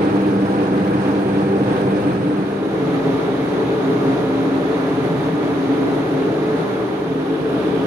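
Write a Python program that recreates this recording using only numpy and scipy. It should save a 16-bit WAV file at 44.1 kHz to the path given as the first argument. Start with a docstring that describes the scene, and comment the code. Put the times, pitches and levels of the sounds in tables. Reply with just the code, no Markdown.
"""On the open deck of a ship, a big engine-room ventilation fan drones through its steel ducts.
The fan's blade tones, the diesel generator's tones and other hums are wavering sine waves.
The broad air roar is noise shaped by frequency, with duct resonances that make some bands ring out.
The listening spot blends from beside the funnel to the rail and on to the bow.
A small two-port microphone picks it up, rounding the peaks and cutting the highest treble."""
import sys
import numpy as np
from scipy import signal
from scipy.fft import rfft, irfft, next_fast_len
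from scipy.io import wavfile

SR = 44100
rng = np.random.default_rng(int(sys.argv[2]) if len(sys.argv) > 2 else 0)


def bounce(signal):
    """Save signal as a 16-bit WAV file at the path given by the first command-line argument."""
    frames = np.transpose(np.atleast_2d(signal))
    limited = np.clip(frames, -1, 1)
    pcm = np.round(limited * 32767).astype(np.int16)
    wavfile.write(sys.argv[1], SR, pcm)


N = 346626

# Fan blade tone and its harmonics, before waver and level curves:
# order, funnel level/dB rms, rail and bow level/dB rms
BLADE_ORDERS = [(1, -24, -35), (2, -35, -38), (3, -49, -42.5), (4, -38, -51.5), (5, -60, -52.5),
                (6, -66, -50), (7, -65, -54)]
# Blade tone pitch: beside the funnel f/Hz, and a touch slower away from it f/Hz
BLADE_HZ = (197.05, 196.4)
# Diesel generator tones, as multiples of its working cycle, before waver:
# order, funnel level/dB rms, rail and bow level/dB rms
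ENGINE_ORDERS = [(12, -49, -51), (13, -60, -61), (17, -42.5, -63), (18, -43.5, -64), (19, -40.5, -56),
                 (24, -37, -56), (26, -40, -60), (37, -37, -66)]
CYCLE_HZ = 5.762  # working cycles of the generator per second
# Other machinery hums, before waver and level curve:
# f/Hz, funnel level/dB rms, rail and bow level/dB rms
HUMS = [(122.7, -60, -41), (269.1, -35, -29), (291, -32, -48), (295.7, -29.5, -49), (300.6, -32, -48),
        (306.8, -33, -50), (322.6, -34, -48)]
# Level changes over time:
# t/s, blade tone level/dB, its harmonics level/dB, hums level/dB, 105-190 Hz rumble level/dB
TONE_LEVEL = [(0, -0.5, 2, 1.5, -2), (.35, 1.5, -3, 0, -1.5), (.6, -2, 2.5, -1, 0), (1.1, 0, -2, -1, -2.5),
              (1.55, 0.5, 3, -2.5, -0.5), (2.2, -2, -3, 0, 1), (2.7, 2, 1, -1, 0), (3.1, -3, 2, 1, 2),
              (3.8, 3.5, 6, 1.5, -2), (4.3, 0, 4, 4, 1.5), (4.7, 3.5, 6, 3.5, -2.5), (5.1, 1, 2, 2, 4.5),
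              (5.5, -3.5, 5, 0.5, -0.5), (6.3, 0, -4, -6, 0.5), (6.7, 3, 5.5, 4, -3.5),
              (7.1, -1, -2, -4, -1), (7.6, 1.5, 1, 2.5, -1)]
# Level changes of the duct drone: t/s, 190-345 Hz level/dB, 345-600 Hz level/dB
DRONE_LEVEL = [(0, 2, 0), (1, 0.5, -1.5), (2, 0, 0), (2.4, 1.5, -2), (2.9, 1, 1), (3.3, -2, 0), (3.9, 1, 1),
               (4.5, -0.5, 0), (5, -0.5, -0.5), (5.8, 1.5, -1.5), (6.298, 0, 1), (6.8, 0, -0.5),
               (7.2, -0.5, 0), (7.8, 1.5, 0)]

# Broad roar of moving air: f/Hz, left level/dB per Hz, right level/dB per Hz
FUNNEL_ROAR = [(20, -85, -89), (50, -72, -81), (85, -67, -70), (112, -58, -60), (124, -49, -48),
               (230, -59, -50), (345, -48.5, -60), (560, -60.5, -56), (1020, -59.5, -57.5),
               (1284, -58.5, -62.5), (1800, -78, -64), (2620, -76, -71), (3950, -79.5, -76.5),
               (5000, -87.5, -82.5), (6900, -91, -87)]
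RAIL_ROAR = [(20, -97, -99), (50, -74, -68), (84, -62.5, -64), (117, -54.5, -53.5), (222, -54, -54),
             (347, -47, -51), (500, -52.5, -56.5), (1060, -58.5, -60), (1370, -61.5, -61), (2050, -72, -65),
             (2830, -76, -72), (3740, -78, -71), (5100, -85, -85), (6880, -92, -84)]
BOW_ROAR = [(20, -84, -84), (50, -68, -71.5), (85, -61, -63), (115, -59, -55), (225, -57, -54),
            (350, -47, -58), (510, -51, -59), (1000, -61, -60), (1420, -62, -60.5), (2000, -73, -67),
            (2620, -76, -69.5), (3530, -79, -69), (4660, -83, -82), (6900, -94, -88.5)]
# Thin hiss above the roar: f/Hz, left level/dB per Hz, right level/dB per Hz
FUNNEL_HISS = [(6950, -97, -99), (7740, -95, -99), (8720, -84, -84), (9870, -96, -87), (10600, -104, -93),
               (11000, -110, -104), (11900, -104, -100), (13500, -115, -94.5), (15000, -125, -97),
               (15600, -130, -102)]
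RAIL_HISS = [(6800, -95, -99), (7800, -95, -99), (8930, -86.5, -93.5), (9800, -98, -89.5),
             (10600, -103, -87), (11600, -100, -90), (12400, -108, -92.5), (13400, -120, -100.5),
             (13800, -135, -125), (15600, -140, -140)]
# Duct and casing resonances added to the roar: centre f/Hz, width f/Hz, top level/dB per Hz
FUNNEL_DUCTS = [(135, 26, -43.5), (177, 17, -42), (247, 11, -48), (286, 31, -41.5), (306, 18, -41.5),
                (323, 14, -43.5), (370.5, 13, -44), (392.6, 32, -41), (452, 52, -44), (488, 20, -44),
                (506.5, 43, -45), (608, 64, -52.5), (692, 78, -55), (743, 44, -59), (839, 35, -57),
                (910, 17, -55), (1587, 350, -63), (2450, 250, -72)]
RAIL_DUCTS = [(125.4, 14, -54), (139.4, 16, -50.5), (158, 18.6, -43.5), (172.6, 12.5, -46),
              (269.4, 17.4, -41), (290.2, 26, -40), (321, 21.4, -41.5), (395, 29, -42.5),
              (437.4, 32.7, -39), (483, 17, -49.5), (542, 21, -50), (579, 23, -53), (673, 57, -55.5),
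              (766, 170, -58.5), (1230, 25, -57.5), (1690, 44, -64)]
# What the two microphone ports share: f/Hz, likeness (0-1), lag of the left port/radians
FUNNEL_PORTS = [(30, .96, .3), (70, 0.97, 0.15), (220, 0.93, 0.15), (298, 1, 0.52), (484, 0.84, 0.85),
                (786, 0.18, 1.35), (1010, 0.8, 1.87), (1260, 0.3, 2.45), (1610, 0.07, 5.8),
                (2000, 0.3, 3.8), (2410, 0.65, 7.3), (3960, 0.09, 9.6), (15000, 0.1, 30.5)]
RAIL_PORTS = [(30, 0.89, .3), (70, 0.98, 0.17), (220, 0.95, 0.11), (282, 0.94, 0.32), (410, 0.8, 0.037),
              (556, 0.51, 0.2), (684, 0.55, 0.36), (880, 0.39, 0.14), (1250, 0.13, 1.9), (1900, 0.31, 2.26),
              (2320, 0.52, 0.9), (4100, 0.064, 3.2), (15100, 0.2, 10.2)]
# Straight cross-fades to the next listening spot: start t/s, length t/s
MOVES = [(2.058, 0.9), (6.694, 0.92)]

PATH_WANDER_S = 0.0003  # spread of travel time through moving air: blurs high tones more than low
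HUM_WANDER_S = 0.00062  # spread of the slow timing drift that slides the hums in pitch
FLUTTER_DB, FLUTTER_CORNER_HZ = 1.5, 14.3  # spread and speed of the rough flutter of every tone
# Swings of the roar above 600 Hz; below that air() halves them
THROB_HZ, THROB_CREST_S, THROB_DB = 1.94, 0.088, 0.65
RAIL_SWELL_DB, BOW_SWELL_DB = 0.25, 0.19
LIMIT = 0.92  # ceiling towards which the peaks are rounded
CUTOFF_HZ = 15650


def machinery(funnel_gain, far_gain, waver_db, engine_waver_db):
    """Turning machines give tones at whole multiples of their rate; hums have pitches of their own."""
    orders, engine, hums = np.array(BLADE_ORDERS), np.array(ENGINE_ORDERS), np.array(HUMS)
    blade_db, harmonics_db, hums_db, _ = in_time(TONE_LEVEL)
    blade_hz = funnel_gain * BLADE_HZ[0] + (1 - funnel_gain) * BLADE_HZ[1]
    steady = np.ones(N)
    # base pitch, tones, level change, waver, slow slide
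    groups = [
        (blade_hz, orders[:1], blade_db, engine_waver_db, 0),
        (blade_hz, orders[1:], harmonics_db, waver_db, 0),
        (CYCLE_HZ * steady, engine, 0, engine_waver_db, 0),
        (steady, hums, hums_db, waver_db, HUM_WANDER_S),  # base 1 Hz: the multiples are the pitches
    ]
    out = 0
    for base_hz, rows, level_db, sway_db, slide_s in groups:
        multiples = rows[:, :1]
        near = funnel_gain * amp(rows[:, 1:2])
        far = far_gain * amp(rows[:, 2:])
        near_share = near ** 2 / (near ** 2 + far ** 2)
        start_hz = multiples[:, 0] * base_hz[0]
        near_lag = at_hz(FUNNEL_PORTS, start_hz)[1][:, None]
        far_lag = at_hz(RAIL_PORTS, start_hz)[1][:, None]
        lags = near_share * near_lag + (1 - near_share) * far_lag
        rms = np.hypot(near, far)
        out = out + amp(level_db) * tones(multiples * base_hz, rms, lags, sway_db, slide_s)
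    return out


def tones(hz, rms, lags, waver_db, slide_s):
    """Sine waves that waver in level and timing on their way through moving air."""
    out = np.zeros((2, N))
    for pitch_hz, height, lag in zip(hz, rms, lags):
        delay_s = PATH_WANDER_S * drift(2.85) + slide_s * drift(0.55)
        turns = np.cumsum(pitch_hz) / SR + pitch_hz * delay_s
        phase = 2 * np.pi * (turns + rng.random())
        level_db = waver_db * drift(5.1) + FLUTTER_DB * drift(FLUTTER_CORNER_HZ)
        peak = np.sqrt(2) * height * amp(level_db)
        out += peak * np.sin([phase - lag, phase])  # left, right
    return out


def air(roar, hiss, ducts, ports, flicker_db_per_octave, swell_db):
    """Rough air rushes through ducts that ring; each port hears a common part and a part of its own."""
    size = next_fast_len(N, real=True)
    hz = np.maximum(np.arange(size // 2 + 1) * SR / size, 1)
    power = amp(2 * at_hz(roar + hiss, hz))  # dB doubled gives power instead of gain
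    for centre_hz, width_hz, top_db in ducts:
        offset = 2 * (hz - centre_hz) / width_hz
        power = power + amp(2 * top_db) / (1 + offset ** 2) ** 2  # resonance passed twice: steep skirts

    alike, lag = at_hz(ports, hz)
    alike = np.clip(alike, 0, 1)
    common, left, right = rfft(rng.standard_normal((3, size)))
    shared = common * np.exp(-1j * np.array([lag, 0 * lag]))
    own = np.array([left, right])
    waves = np.sqrt(alike) * shared + np.sqrt(1 - alike) * own
    waves = waves * np.sqrt(power * SR / 2)

    def band(low, high):
        """The part of the noise from low to high Hz, back as a sound wave."""
        return irfft(waves * ((hz >= low) & (hz < high)), size)[:, :N]

    together = drift(6.8)  # level drift common to all bands
    rumble_db = in_time(TONE_LEVEL)[3]
    out = 0
    edges = [0, 105, 190, 345, 600]
    for low, high, own_db in zip(edges, edges[1:], [0, rumble_db, *in_time(DRONE_LEVEL)]):
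        out = out + band(low, high) * amp(0.5 * swell_db + 0.5 * together + own_db)
    edges = [600, 2000, 4500, 6900, 9500, SR]
    # each higher band flickers in level by chance, more strongly the higher it is
    for low, high in zip(edges, edges[1:]):
        depth_db = flicker_db_per_octave * np.log2(low / 400)
        flicker_db = depth_db * drift(23.0) + 2.9 * flicker_db_per_octave * together
        out += band(low, high) * amp(swell_db + flicker_db)
    return out


def throb():
    """Beside the funnel the roar rises and falls evenly about twice a second, in dB."""
    return THROB_DB * np.cos(2 * np.pi * THROB_HZ * (np.arange(N) / SR - THROB_CREST_S))


def spot_gains():
    """Gains of funnel, rail and bow: each move fades one spot out and the next in."""
    t = np.arange(N) / SR
    first, second = [np.clip((t - start_s) / length_s, 0, 1) for start_s, length_s in MOVES]
    return 1 - first, first - second, second


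def drift(corner_hz):
    """Slow chance movement: noise smoothed twice by the same low-pass filter, with a spread of 1."""
    step = 40  # made at a lower rate: one value per 40 samples
    r = np.exp(-2 * np.pi * corner_hz * step / SR)
    noise = rng.standard_normal(N // step + 2002)
    slow = signal.lfilter([1], [1, -2 * r, r * r], noise)[2000:]  # drop the filter's run-in
    return np.interp(np.arange(N) / step, np.arange(len(slow)), slow / slow.std())


def amp(db):
    """Turn dB into gain."""
    return 10 ** (np.asarray(db) / 20)


def at_hz(rows, hz):
    """Read a table's columns at any frequency, along a log-frequency axis."""
    f, *columns = np.transpose(rows)
    return np.array([np.interp(np.log(hz), np.log(f), c) for c in columns])


def in_time(rows):
    """Read a time table's columns, one value per sample."""
    s, *columns = np.transpose(rows)
    return [np.interp(np.arange(N) / SR, s, c) for c in columns]


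def scene():
    """Blend three listening spots; rail and bow share the same ducts and tones."""
    funnel_gain, rail_gain, bow_gain = spot_gains()
    far_gain = np.hypot(rail_gain, bow_gain)
    hums = machinery(funnel_gain, far_gain, waver_db=1.5, engine_waver_db=0.9)
    rail_swell = RAIL_SWELL_DB * drift(0.38)
    bow_swell = BOW_SWELL_DB * drift(0.9)
    funnel = air(FUNNEL_ROAR, FUNNEL_HISS, FUNNEL_DUCTS, FUNNEL_PORTS, 0.3, throb())
    rail = air(RAIL_ROAR, RAIL_HISS, RAIL_DUCTS, RAIL_PORTS, 0.15, rail_swell)
    bow = air(BOW_ROAR, RAIL_HISS, RAIL_DUCTS, RAIL_PORTS, 0.13, bow_swell)
    return hums + funnel_gain * funnel + rail_gain * rail + bow_gain * bow


def record(dry):
    """The microphone's input rounds the peaks, then a steep filter cuts the top."""
    cut = signal.ellip(10, 0.5, 80, CUTOFF_HZ, fs=SR, output="sos")  # 0.5 dB ripple, 80 dB cut
    rounded = LIMIT * np.tanh(dry / LIMIT)
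    settled = signal.sosfilt_zi(cut)[:, None] * rounded[:, :1]  # avoids a click at the start
    return signal.sosfilt(cut, rounded, zi=settled)[0]


dry = scene()
out = record(dry)
bounce(out)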